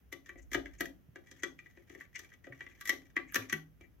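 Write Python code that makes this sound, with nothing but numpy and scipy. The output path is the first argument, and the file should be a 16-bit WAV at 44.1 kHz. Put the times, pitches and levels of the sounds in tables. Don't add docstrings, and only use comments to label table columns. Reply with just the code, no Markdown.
import sys
import numpy as np
from scipy import signal
from scipy.io import wavfile

SR = 44100
rng = np.random.default_rng(int(sys.argv[2]) if len(sys.argv) > 2 else 0)


def materialize(psi):
    bounded = np.clip(np.atleast_2d(psi).T, -1, 1)
    quanta = np.round(bounded * 32767).astype(np.int16)
    wavfile.write(sys.argv[1], SR, quanta)


N = 176400

# t/s, board knock/dB, box thud/dB, beak click/dB, fine crackle/dB,
# pitch favoured by the spot struck/Hz. Every list of "contacts" has these columns.
PECKS = [(0.126, -36, -48, -42, -49.5, 2080), (0.2605, -51.5, -71, -57, -71, 1930),
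         (0.2922, -40.5, -55.5, -70, -65, 1970), (0.3571, -56.5, -55, -92, -87, 2020),
         (0.5167, -41.5, -47, -47.5, -55.5, 2030), (0.5327, -30, -53, -36.5, -43, 1530),
         (0.5466, -22, -29, -36.5, -47.5, 1680), (0.6576, -40, -52.5, -57, -69, 1930),
         (0.8075, -26, -35.5, -33.5, -37.5, 1920), (0.856, -42.5, -51, -47.5, -52, 1857),
         (1.1588, -42.5, -48.5, -58, -73, 1758), (1.3135, -49.5, -55.5, -48.5, -63, 1660),
         (1.4337, -28, -41, -34, -50, 1820), (1.5903, -45, -69, -59, -81, 2380),
         (1.6601, -52.5, -67, -72, -94, 1923), (1.7734, -54.5, -55, -72.5, -92, 1970),
         (1.8985, -52, -53.5, -60.5, -71, 1950), (1.9493, -48.5, -49, -62, -67, 1813),
         (2.008, -44, -78, -102, -66, 1688), (2.147, -62, -93, -63, -89, 2010),
         (2.158, -43, -97, -43, -69, 2040), (2.1924, -45, -60.5, -43, -52, 1770),
         (2.3185, -51, -81, -81, -86, 1750), (2.4429, -51, -62, -62.5, -85, 1923),
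         (2.4688, -46.5, -44.5, -67, -93, 1800), (2.523, -42.5, -65.5, -88, -87, 2024),
         (2.6074, -36.5, -55.5, -59.5, -83, 1991), (2.6647, -42.5, -59, -68, -94, 1970),
         (2.811, -37, -66, -44.5, -48, 1648), (2.8553, -40, -60.5, -43.5, -44, 1970),
         (2.8746, -37, -58.5, -37, -43, 1933), (2.8938, -23, -42.5, -28, -34, 1920),
         (2.929, -38.5, -45.5, -51, -78, 1980), (3.1662, -22.5, -40, -45.5, -55.5, 1888),
         (3.3228, -43.5, -77, -73, -48.5, 1560), (3.3449, -30.5, -49.5, -31, -37, 1736),
         (3.3572, -17.5, -35, -27.5, -31.5, 1780), (3.4215, -43.5, -57.5, -56.5, -73, 2125),
         (3.4975, -34, -57, -39, -54, 2020), (3.5272, -22.5, -38.5, -36, -38.5, 1846),
         (3.8102, -47.5, -57, -64, -70, 2700)]
EDGES_HZ = 22 * 2 ** (np.arange(39) / 4)


def from_db(db):
    return 10 ** (np.asarray(db) / 20)


def pan(db):
    return from_db(np.array([[db], [-db]]) / 2)


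def at_hz(table, hz, column=1):
    table = np.array(table)
    return np.interp(np.log(hz), np.log(table[:, 0]), table[:, column])


def band(x, edges):
    return signal.sosfilt(signal.butter(2, edges, "band", fs=SR, output="sos"), x + 1e-18)


def stereo_noise(size, likeness):
    shared = np.sqrt(likeness) * rng.standard_normal(size)
    return shared + np.sqrt(1 - likeness) * rng.standard_normal((2, size))


def noise_bands(size, likeness):
    pair = [stereo_noise(size, likeness) for _ in range(2)]
    for k, (low, high) in enumerate(zip(EDGES_HZ, EDGES_HZ[1:])):
        yield np.sqrt(low * high), band(pair[k % 2], [low, high])


def grit(likeness, scatter_db=5):
    return stereo_noise(N, likeness) * from_db(scatter_db * rng.standard_normal(N))


def clicks(times, gains):
    return np.bincount((np.asarray(times) * SR).astype(int), gains, N)[:N]


def fade(x, fall_s):
    return signal.lfilter([1], [1, -np.exp(-1 / (fall_s * SR))], x + 1e-18)


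def background():
    # f/Hz, relative level/dB
    air_tone = [(25, 11), (70, 9.5), (217, -1), (285, -4.5), (936, -21.5), (1440, -19.5), (1940, -19.5),
                (2610, -25), (3430, -25), (3820, -35.5), (6210, -30), (8140, -42.5), (12200, -27.5),
                (16000, -28)]
    # t/s, relative level/dB
    rumble_levels = [(0, -53), (.11, -59), (.22, -80), (.34, -53), (.6, -46.5), (.8, -55), (1.7, -94),
                     (3.0, -65.5), (4, -62.5)]
    air = sum(from_db(at_hz(air_tone, hz)) * noise for hz, noise in noise_bands(N, likeness=0.2))
    rumble = band(stereo_noise(N, likeness=0.37), (38, 58.5))
    swell_db = np.interp(np.arange(N) / SR, *np.transpose(rumble_levels))
    return from_db(-63) * air / air.std() + from_db(swell_db - 2.5) * rumble / rumble.std()


def touches(count=3, swell_db_per_s=1198.5):
    contacts = np.repeat(PECKS, count, axis=0)
    lead_s = rng.uniform(0.002, 0.011, len(contacts))
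    contacts[:, 0] -= lead_s
    contacts[:, 1:5] += -16.5 - swell_db_per_s * lead_s[:, None]
    return contacts


def force_db(contacts, hz):
    knock, thud, click, crackle = contacts.T[1:5]
    corners_hz = [650, 1150, 2400, 5000, 7500, 11000]
    levels = zip(thud, knock, knock, click, click, crackle)
    return np.array([np.interp(np.log(hz), np.log(corners_hz), row) for row in levels])


def crack(contacts, rise_s=0.0025, fall_s=0.0032):
    # f/Hz, relative level/dB, left minus right/dB
    tone = [(276, 16, 4), (500, 8.5, 4.5), (740, 0, 3), (990, -12, 1), (2280, -8.5, -3.5),
            (2970, -8.5, 20.5), (3890, -8.5, -3.5), (5560, -5.5, -3), (6410, 5.5, 10), (7253, 0, -3.5),
            (7680, -44.5, 7), (10590, -2.5, 0), (12700, 3, -5.5), (15400, -11.5, 3)]
    pair = [noise / noise.std() for noise in (grit(likeness=0.083), grit(likeness=0.083))]
    starts = contacts[:, 0] - 0.0022
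    out, edges = 0, EDGES_HZ[EDGES_HZ > 250]
    for k, (low, high) in enumerate(zip(edges, edges[1:])):
        hz = np.sqrt(low * high)
        gains = from_db(force_db(contacts, hz) + at_hz(tone, hz) + 9.5)
        swell = fade(clicks(starts, gains), rise_s) / (rise_s * SR)
        burst = fade(swell, fall_s) * pair[k % 2]
        out = out + pan(at_hz(tone, hz, column=2)) * band(burst, [low, high])
    return out


def box_knocks(contacts, spot_width_hz=420, scatter_db=3, grip_shift=0.03):
    # f/Hz, level/dB, time to fade by 60 decibels/s, left minus right/dB
    notes = [(156.9, -27.5, 0.98, 4.5), (200, -17, 0.16, -9.5), (268.8, -8, 0.14, 4.5),
             (340.4, -0.5, 0.083, 7), (405, -12, 0.08, 3), (548, -11.5, 0.064, -0.5),
             (735, -14, 0.014, 9.5), (1184, -21, 0.082, 3), (1320, -24.5, 0.042, 4.5),
             (1586, -19, 0.029, -9.5), (1701, -14, 0.028, 1), (1854, -9, 0.021, 5),
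             (1960.6, -8.5, 0.025, 5), (2322, -15, 0.051, -3.5), (3380, -12.5, 0.023, 13)]
    out = 0
    for k, (hz, db, ring_s, side_db) in enumerate(notes):
        spot_db = 12 * np.exp(-((hz - contacts[:, 5]) / spot_width_hz) ** 2)
        chance_db = scatter_db * rng.standard_normal(len(contacts))
        gains = from_db(force_db(contacts, hz) + db + spot_db + chance_db)
        decay = from_db(-60 / (ring_s * SR))
        grips = rng.integers(-1, 2, len(contacts))
        for grip in (-1, 0, 1):
            angle = 2 * np.pi * hz * (1 + grip_shift * grip) / SR
            hits = clicks(contacts[:, 0], gains * (grips == grip)) + 1e-18
            ring = signal.lfilter([.5, 0, -.5], [1, -2 * decay * np.cos(angle), decay ** 2], hits)
            out = out + (-1) ** k * pan(side_db) * ring
    return signal.lfilter(*signal.butter(2, 3770, fs=SR), out)


def walls(x, sway_ms=0.077):
    # left delay/ms, right delay/ms, level/dB
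    echoes = [(5.65, 4.4, -10.5), (7.7, 7.75, -11), (10.24, 9.2, -8.5), (12.21, 11.84, -11.5)]
    dull = signal.lfilter(*signal.butter(1, (750, 5040), "band", fs=SR), x)
    out, samples = x.copy(), np.arange(N)
    for left_ms, right_ms, db in echoes:
        drift_ms = sway_ms * np.interp(samples, np.linspace(0, N, 20), rng.standard_normal(20))
        for side, ms in enumerate((left_ms + drift_ms, right_ms + drift_ms)):
            out[side] += from_db(db) * np.interp(samples - ms * SR / 1000, samples, dull[side], left=0)
    return out


def room(x, build_s=0.011):
    # f/Hz, level/dB, time to fade by 60 decibels/s
    ring = [(152, -1, 0.88), (350, -2.5, 0.19), (700, -1, 0.31), (1140, -6.5, 0.23), (1800, -12, 0.19),
            (3960, -5, 0.22), (6900, -13.5, 0.24), (14000, -9.5, 0.22)]
    t, tail = np.arange(SR) / SR, 0
    for hz, noise in noise_bands(SR, likeness=0.33):
        shape = from_db(-60 * t / at_hz(ring, hz, column=2)) * (1 - np.exp(-t / build_s))
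        tail = tail + from_db(at_hz(ring, hz)) * noise * shape / np.linalg.norm(shape)
    return signal.fftconvolve(x, tail, axes=1)[:, :N]


def nibbles(contacts_per_s=120, scatter_db=3):
    # start/s, end/s, level/dB
    spells = [(0.221, 0.411, -70.5), (0.667, 0.808, -68.5), (1.164, 1.419, -69.5), (1.596, 1.887, -72),
              (1.887, 2.073, -63.5), (2.125, 2.338, -62.5), (2.443, 3.114, -68), (3.367, 3.455, -58.5)]
    # knock/dB, thud/dB, click/dB, crackle/dB
    tone_db = [1.5, -13, -7, -15.5]
    contacts = []
    for start, end, db in spells:
        for _ in range(int((end - start) * contacts_per_s)):
            levels = rng.normal(db, scatter_db) + np.array(tone_db)
            contacts.append([rng.uniform(start, end), *levels, rng.uniform(1650, 2200)])
    return np.array(contacts)


def rasps():
    # middle/s, length/s, hiss/dB, scrape/dB
    strokes = [(0.293, 0.015, -64, -58), (0.388, 0.021, -66, -63.5), (0.428, 0.027, -66.5, -79),
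               (0.79, 0.02, -60.5, -62), (1.4, 0.025, -66, -65.5), (2.052, 0.012, -73, -59),
               (2.16, 0.025, -66, -42), (2.717, 0.045, -77, -61.5), (3.299, 0.071, -71.5, -58.5),
               (3.84, 0.048, -82, -65.5)]
    # f/Hz, width/Hz, relative level/dB
    hiss, scrape = [(6500, 640, -4), (6700, 1400, -2)], [(2055, 530, 0)]
    out, t = 0, np.arange(N) / SR
    for part, peaks in enumerate((hiss, scrape)):
        rub = grit(likeness=0.92)
        tone = sum(from_db(db) * band(rub, [hz - width / 2, hz + width / 2]) for hz, width, db in peaks)
        for middle, length, *levels_db in strokes:
            swell = np.maximum(1 - 2 * abs(t - middle) / length, 0)
            out = out + from_db(levels_db[part]) * swell * tone / tone.std()
    return pan(5.9) * out


def cage_bumps(rise_s=0.001):
    # t/s, level/dB, f/Hz, fall time/s
    bumps = [(0.558, -43.5, 116.5, 0.026), (1.088, -40.5, 118.5, 0.0041), (2.5, -49.5, 127.4, 0.041),
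             (3.386, -44.5, 108, 0.048), (3.527, -37.5, 216.7, 0.024), (3.536, -43, 156.9, 0.075),
             (3.82, -50, 79.6, 0.014)]
    out = np.zeros(N)
    for start, db, hz, fall_s in bumps:
        t = np.maximum(np.arange(N) / SR - start, 0)
        shape = (1 - np.exp(-t / rise_s)) * np.exp(-t / fall_s)
        out += from_db(db) * shape * np.sin(2 * np.pi * hz * t)
    return out


def scene():
    contacts = np.vstack([PECKS, touches(), nibbles()])
    near = walls(box_knocks(contacts) + crack(contacts) + rasps())
    return near + room(near) + cage_bumps() + background()


def record(dry, low_cut_hz=51.8, high_cut_hz=16100):
    dry = signal.sosfilt(signal.butter(4, low_cut_hz, "high", fs=SR, output="sos"), dry)
    return signal.sosfilt(signal.ellip(10, .2, 80, high_cut_hz, fs=SR, output="sos"), dry)


dry = scene()
out = record(dry)
materialize(out)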